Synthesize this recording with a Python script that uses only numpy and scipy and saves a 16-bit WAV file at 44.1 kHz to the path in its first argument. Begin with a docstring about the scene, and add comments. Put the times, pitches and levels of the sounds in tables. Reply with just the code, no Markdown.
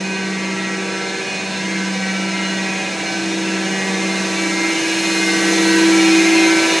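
"""A stairwell behind two hydroelectric generators; the microphone is carried up the stairs toward them.
One machine sings a 191 Hz whine rich in harmonics with shaft-rate sidebands, the other a 327 Hz hum.
Under both lie casing tones and the roar of water and air, as noise and tones shaped in the spectrum.
The strongest tones swell and fade through standing waves and flares; all but the deep bass grows
louder and brighter on the climb."""
import sys
import numpy as np
from scipy import signal
from scipy.fft import irfft
from scipy.io import wavfile

SR = 44100
rng = np.random.default_rng(int(sys.argv[2]) if len(sys.argv) > 2 else 0)


def unload_audio(sound):
    """Save the sound as a 16-bit wav file, at the path given as the first command line argument."""
    columns = np.transpose(np.atleast_2d(sound))
    # keep every value between -1 and 1, then stretch to whole-number steps
    steps = np.round(np.clip(columns, -1, 1) * 32767)
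    wavfile.write(sys.argv[1], SR, steps.astype(np.int16))


N = 299880
T = np.arange(N) / SR
BINS = np.arange(N // 2 + 1) * SR / N  # Hz

ROTOR_HZ, POLES = 191.45, 12  # first machine: pole-passing rate
HUM_HZ, HUM_POLES = 327.0, 20  # second machine

# flares, where the echoes of one overtone add up at the microphone:
# (centre time [s], frequency [Hz], length [s], level [dB])
OVERTONE_FLARES = [(1.03, 473.7, 1.33, -38.0), (3.97, 473.7, 2.28, -37.5), (5.59, 473.7, 1.3, -32.0),
                   (2.1, 505.4, 0.5, -37.5), (1.15, 574.3, 1.1, -39.0), (2.7, 574.3, 1.4, -39.0),
                   (3.85, 574.3, 1.0, -39.0), (4.8, 574.3, 1.2, -42.0), (6.55, 574.3, 0.8, -34.5),
                   (1.31, 765.8, 1.43, -40.0), (2.04, 765.8, 0.9, -38.5), (2.76, 765.8, 0.39, -35.0),
                   (3.11, 765.8, 0.49, -35.5), (4.01, 765.8, 1.9, -38.5), (5.5, 765.8, 0.8, -37.5),
                   (6.27, 765.8, 1.39, -32.5), (0.15, 981.0, 0.6, -44.0), (1.79, 981.0, 0.84, -40.5),
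                   (2.32, 981.0, 0.37, -37.0), (2.95, 981.0, 0.9, -43.5), (4.38, 981.0, 1.64, -35.5),
                   (5.8, 981.0, 0.97, -34.0), (6.39, 981.0, 0.41, -33.0), (6.73, 981.0, 0.35, -31.0),
                   (0.35, 1148.7, 0.6, -40.0), (0.75, 1148.7, 0.4, -41.5), (4.1, 1148.7, 0.9, -41.0),
                   (5.3, 1148.7, 0.7, -36.0), (6.7, 1148.7, 0.7, -37.0), (0.64, 1340.1, 0.7, -38.0),
                   (1.03, 1340.1, 0.4, -38.0), (2.4, 1340.1, 0.62, -37.0), (3.47, 1340.1, 0.58, -38.5),
                   (4.52, 1340.1, 0.65, -37.5), (6.0, 1340.1, 0.95, -33.0), (6.55, 1340.1, 0.48, -33.0),
                   (0.2, 1531.6, 0.41, -33.5), (0.99, 1531.6, 1.04, -36.5), (1.99, 1531.6, 0.84, -35.5),
                   (2.55, 1531.6, 0.29, -34.5), (3.17, 1531.6, 0.59, -36.0), (5.34, 1531.6, 0.8, -34.0),
                   (5.75, 1531.6, 0.32, -29.0), (6.56, 1531.6, 0.49, -29.5), (1.2, 1723.1, 0.45, -38.5),
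                   (3.8, 1723.1, 0.7, -34.5), (4.9, 1723.1, 0.7, -37.0), (5.7, 1723.1, 0.9, -37.0),
                   (6.75, 1723.1, 0.4, -32.5), (0.27, 1914.5, 0.5, -35.5), (0.68, 1914.5, 0.43, -34.0),
                   (2.11, 1914.5, 0.4, -31.5), (2.53, 1914.5, 0.47, -34.0), (3.84, 1914.5, 0.42, -33.0),
                   (4.5, 1914.5, 0.61, -32.0), (5.62, 1914.5, 0.95, -29.5), (0.58, 2105.9, 0.63, -32.5),
                   (1.06, 2105.9, 0.75, -32.0), (1.77, 2105.9, 0.52, -33.0), (2.41, 2105.9, 0.23, -31.5),
                   (2.81, 2105.9, 0.44, -31.5), (3.27, 2105.9, 0.77, -34.5), (3.97, 2105.9, 0.9, -29.5),
                   (4.62, 2105.9, 0.51, -27.5), (5.29, 2105.9, 0.83, -26.0), (5.75, 2105.9, 0.63, -32.5),
                   (6.39, 2105.9, 0.7, -26.5), (2.13, 2297.4, 0.73, -35.5), (2.65, 2297.4, 0.54, -35.0),
                   (3.06, 2297.4, 0.5, -35.0), (4.44, 2297.4, 0.25, -27.0), (4.85, 2297.4, 0.8, -33.0),
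                   (5.51, 2297.4, 0.41, -29.5), (6.0, 2297.4, 0.5, -30.0), (6.58, 2297.4, 0.62, -27.0),
                   (0.12, 2488.8, 0.35, -32.5), (0.69, 2488.8, 0.76, -34.0), (1.34, 2488.8, 0.32, -30.0),
                   (2.69, 2488.8, 0.52, -33.5), (5.18, 2488.8, 0.75, -31.5), (6.11, 2488.8, 0.36, -27.0),
                   (6.39, 2488.8, 0.4, -26.0), (2.37, 2871.7, 0.74, -35.0), (4.87, 2871.7, 0.5, -33.5),
                   (6.56, 2871.7, 0.45, -31.5)]


def amp(db):
    """Decibels to gain."""
    return 10 ** (np.asarray(db) / 20)


def unit(x):
    """Scale to rms 1."""
    return x / np.sqrt(np.mean(np.abs(x) ** 2))


def curves(table):
    """The dB columns of a time table as gains at every sample."""
    s, *columns = np.transpose(table)
    return [amp(np.interp(T, s, column)) for column in columns]


def colour(points):
    """Gain at every frequency from (frequency [Hz], level [dB]) points."""
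    hz, db = np.transpose(points)
    return amp(np.interp(np.log(BINS + 1), np.log(hz), db))


def scatter():
    """Random amplitude and phase at every frequency."""
    real = rng.standard_normal(len(BINS))
    imaginary = rng.standard_normal(len(BINS))
    return (real + 1j * imaginary) / np.sqrt(2)


def wander(rate_hz):
    """Slow random motion of rms 1."""
    return unit(irfft(scatter() * np.exp(-(BINS / rate_hz) ** 2), N))


def room_modes(depth_db=3.0, spacing_hz=7.0):
    """The stairwell favours some frequencies and swallows their neighbours; the mean power gain is 1."""
    hz = np.arange(0, SR / 2, spacing_hz)
    mode_heights = scatter().real[:len(hz)] * np.sqrt(2)
    return unit(amp(depth_db * np.interp(BINS, hz, mode_heights)))


def roar(gain_db=1, edge_hz=11700):
    """Turbulence ringing in the stairwell, dying away steeply in the top treble."""
    # turbulent water and cooling air, before gain_db: (frequency [Hz], density [dB per Hz])
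    turbulence = [(35, -90), (82, -85.5), (150, -59.5), (400, -61.5), (850, -65), (1300, -69.5),
                  (1700, -68), (2400, -64.5), (3300, -68), (4250, -69), (4800, -71), (5300, -68),
                  (6500, -70), (7400, -73), (9800, -75), (11700, -83.5)]
    edge = 1 / np.sqrt(1 + (BINS / edge_hz) ** 60)
    noise = scatter() * colour(turbulence) * room_modes() * edge
    return noise * amp(gain_db) * np.sqrt(N * SR / 2)


def diffuse(lines, pace_m_s=0.43, blur_hz=1.0):
    """Spectrum of (Hz, dB) tones from all sides: walking Doppler-spreads each, so it fades in and out."""
    paths, out = scatter(), np.zeros(len(BINS), complex)
    for hz, db in lines:
        spread_hz = blur_hz + hz * pace_m_s / 343  # speed of sound in m/s
        near = slice(*np.searchsorted(BINS, [hz - 2 * spread_hz, hz + 2 * spread_hz]))
        band = paths[near] * np.exp(-((BINS[near] - hz) / spread_hz) ** 4)
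        out[near] += band * amp(db) * N / np.sqrt(2 * np.sum(np.abs(band) ** 2))
    return out


def shaft_comb(shaft_hz, resonances, count=560):
    """Multiples of a shaft rate, sounding through the resonances of the casing."""
    hz = shaft_hz * np.arange(1, count + 1)
    power = sum(amp(db) ** 2 * np.exp(-(2 * (hz - centre_hz) / width_hz) ** 2)
                for centre_hz, width_hz, db in resonances)
    return diffuse(zip(hz, 10 * np.log10(power + 1e-14)))


def whine(flutter_db=-8.0, flutter_rise_db=2.0, lean_db=0.95, between_flares_db=-6.0):
    """Pole-passing harmonics; the uneven rotor adds sidebands one shaft rate away, rising with order."""
    # first machine, before the flare reduction: (multiple of the pole-passing rate, level [dB])
    harmonics = [(3, -48.5), (4, -44.5), (5, -41), (6, -42), (7, -37.5), (8, -35.5), (9, -37.5), (10, -35),
                 (11, -33.5), (12, -33), (13, -32.5), (14, -38), (15, -35), (16, -46), (17, -45),
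                 (18, -49.5), (19, -41), (20, -45), (21, -41), (22, -39.5), (23, -44.5), (24, -50),
                 (25, -49.5), (26, -50), (27, -42.5), (28, -49.5), (29, -47), (30, -59), (31, -45),
                 (32, -51), (33, -44), (34, -52.5), (35, -46.5), (36, -61)]
    lines, flaring = [], {round(row[1]) for row in OVERTONE_FLARES}
    for order, db in harmonics:
        hz, octaves = order * ROTOR_HZ, np.log2(order / 10)
        # harmonics that also flare are fainter here
        lines.append((hz, db + between_flares_db * (round(hz) in flaring)))
        side_db = db + flutter_db + flutter_rise_db * octaves
        lean = lean_db * max(octaves, 0) ** 2  # above order 10 the lower side is stronger
        for way in (-1, 1):
            lines.append((hz + way * ROTOR_HZ / POLES, side_db - way * lean))
    return diffuse(lines)


def stairwell(spectrum, approach):
    """Deep bass fills the building at a constant level; higher bands open up over the climb."""
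    # climb toward the machine hall, relative, each scaled to rms 1 after the approach exponent:
    # (time [s], rumble [dB], whine [dB], hiss [dB])
    climb = [(0, -34.5, -27.5, -34.5), (1.7, -35.5, -26, -32.5), (3.5, -32, -25, -30.5),
             (4.6, -32.5, -23.5, -27), (5.1, -32, -22, -24.5), (5.5, -29, -20, -23), (6, -30.5, -18.5, -23),
             (6.8, -28, -18, -23)]
    rumble, ring, hiss = [gain ** approach for gain in curves(climb)]
    # the top treble opens most steeply
    gains = [1, unit(rumble), unit(ring), unit(hiss), unit(hiss ** 2)]
    centres = np.log([130, 500, 2000, 8500, 12000])  # Hz: bass, rumble, whine, hiss, air
    shares = [np.interp(np.log(BINS + 1), centres, row) for row in np.eye(len(centres))]
    return sum(gain * irfft(spectrum * share, N) for gain, share in zip(gains, shares))


def machines(tint=1):
    """Reverberant hall sound along the stairs; the first machine gains less on the climb than the rest."""
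    # casing resonances, first machine: (centre [Hz], width [Hz], level of a shaft order at centre [dB])
    first_casing = [(700, 380, -54), (2450, 900, -56), (2212, 36, -46), (2390, 50, -45), (3540, 60, -57),
                    (3685, 60, -49.5), (4128, 40, -53), (4305, 90, -48.5), (4200, 1400, -64),
                    (5280, 70, -56), (6030, 90, -56), (6480, 650, -54.5), (7900, 900, -62)]
    # casing resonances, second machine: (centre [Hz], width [Hz], level of a shaft order at centre [dB])
    second_casing = [(1645, 85, -40.5), (1980, 100, -47.5), (1900, 900, -57)]
    # mains hum, shaft orders and casing tones of both machines: (frequency [Hz], level [dB])
    steady_tones = [(100.3, -58), (209.9, -44.5), (300.1, -40), (368.8, -46.5), (397, -47.5), (421.2, -46),
                    (442.1, -45.5), (473.7, -48), (490, -47), (505.4, -45), (526, -48), (547.1, -47.5),
                    (654.1, -42), (665, -50), (678, -48), (701.2, -45.5), (794.7, -45.5), (981, -49.5),
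                    (995.9, -44.5), (1191, -50), (1308, -53), (1588, -58), (1798, -51), (2058, -56),
                    (2649, -58), (3176, -57), (3461, -45), (5085, -48.5), (5470, -57), (7068, -47.5),
                    (7259, -50)]
    first = whine() + shaft_comb(ROTOR_HZ / POLES, first_casing)
    rest = shaft_comb(HUM_HZ / HUM_POLES, second_casing) + diffuse(steady_tones) + roar()
    return stairwell(first * tint, approach=0.88) + stairwell(rest * tint, approach=0.95)


def drone(hz, wave, sway_rad, shimmer_db, channel_sway_rad, gain_db=0.0):
    """One tone under a slow envelope; its phase sways as the microphone moves, not alike in both channels."""
    common = sway_rad * wander(2.6)
    apart = channel_sway_rad * wander(2.2) * np.array([[1], [-1]])
    phase = 2 * np.pi * hz * T + common + apart
    return np.sqrt(2) * np.imag(wave * np.exp(1j * phase)) * amp(gain_db + shimmer_db * wander(9.5))


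def flares():
    """Each strong overtone holds its pitch while smooth arches lift and sink it, alternating in sign."""
    out = 0
    for hz in sorted({row[1] for row in OVERTONE_FLARES}):
        swells = [row for row in OVERTONE_FLARES if row[1] == hz]
        wave = 0
        for k, (centre_s, _, length_s, db) in enumerate(swells):
            arch = np.cos(np.pi * np.clip((T - centre_s) / length_s, -.5, .5))
            wave = wave + (-1) ** k * amp(db) * arch
        out = out + drone(hz, wave, sway_rad=0.21, shimmer_db=1.67, channel_sway_rad=0.061)
    return out


def standing(nodes, sharpness):
    """Standing wave: arches between nodes, flipping sign; a weak travelling wave fills the nodes."""
    s, node_db, crest_db = np.transpose(nodes)
    passed = np.interp(T, s, np.arange(len(s)))
    arch = np.sin(np.pi * passed)
    crests = amp(crest_db[passed.astype(int)]) * np.sign(arch) * np.abs(arch) ** sharpness
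    return crests - 1j * amp(np.interp(T, s, node_db)) * np.cos(np.pi * passed)


def octave_drone():
    """The octave of the first machine's rotor tone, heard through its standing wave."""
    # nodes passed: (time [s], level in the node [dB], level of the crest after it [dB])
    octave_nodes = [(-1, -40, -33), (2.05, -55, -38), (2.98, -52, -32.5), (5.05, -39.5, -30),
                    (7.9, -38, -29.5)]
    wave = standing(octave_nodes, sharpness=0.84)
    return drone(2 * ROTOR_HZ, wave, sway_rad=0.29, shimmer_db=1.7, channel_sway_rad=0.04)


def hum_drone():
    """The second machine's hum, heard through its standing wave."""
    # nodes passed, before gain_db: (time [s], level in the node [dB], level of the crest after it [dB])
    hum_nodes = [(-.05, -41, -31.8), (1.35, -48, -43), (1.56, -44, -31), (1.98, -50, -32),
                 (3.02, -32.5, -24.5), (3.83, -48, -28.5), (4.3, -27, -22.5), (5.35, -21, -13),
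                 (6.88, -24, -14)]
    wave = standing(hum_nodes, sharpness=0.95)
    return drone(HUM_HZ, wave, sway_rad=0.31, shimmer_db=0.74, channel_sway_rad=0.069, gain_db=0.4)


def rotor_drone():
    """The fundamental of the first machine's rotor, heard through its standing wave."""
    # nodes passed, before gain_db: (time [s], level in the node [dB], level of the crest after it [dB])
    rotor_nodes = [(-.9, -36, -25.3), (1.25, -40, -23.5), (3.02, -34, -24.2), (4.82, -48, -26.3),
                   (6.64, -46, -40), (8.4, -46, -40)]
    wave = standing(rotor_nodes, sharpness=0.74)
    return drone(ROTOR_HZ, wave, sway_rad=0.093, shimmer_db=0.6, channel_sway_rad=0.014, gain_db=0.15)


def scene(balance_db=-0.85):
    """The strongest tones drone over the diffuse machine sound, spread in stereo by a side signal."""
    # stereo width by frequency: (frequency [Hz], side minus mid [dB])
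    stereo_width = [(60, -7), (150, -10), (300, -26), (550, -14.5), (1200, -17.5), (2300, -20),
                    (4500, -18.5), (9000, -11.5)]
    mid, side = machines(), machines(colour(stereo_width))
    left = (mid + side) * amp(balance_db / 2)
    right = (mid - side) * amp(-balance_db / 2)
    drones = octave_drone() + hum_drone() + rotor_drone()
    return np.array([left, right]) + flares() + drones


def record(dry):
    """The sound starts and stops softly, its very highest peaks are rounded and its top is cut."""
    top_hz, fade_s, ceiling = 13690, .008, .95
    ends = np.clip(np.minimum(T, T[-1] - T) / fade_s, 0, 1)
    rounded = ends * dry / (1 + (dry / ceiling) ** 8) ** (1 / 8)
    return signal.sosfilt(signal.ellip(8, .1, 80, top_hz, fs=SR, output="sos"), rounded)


dry = scene()
out = record(dry)
unload_audio(out)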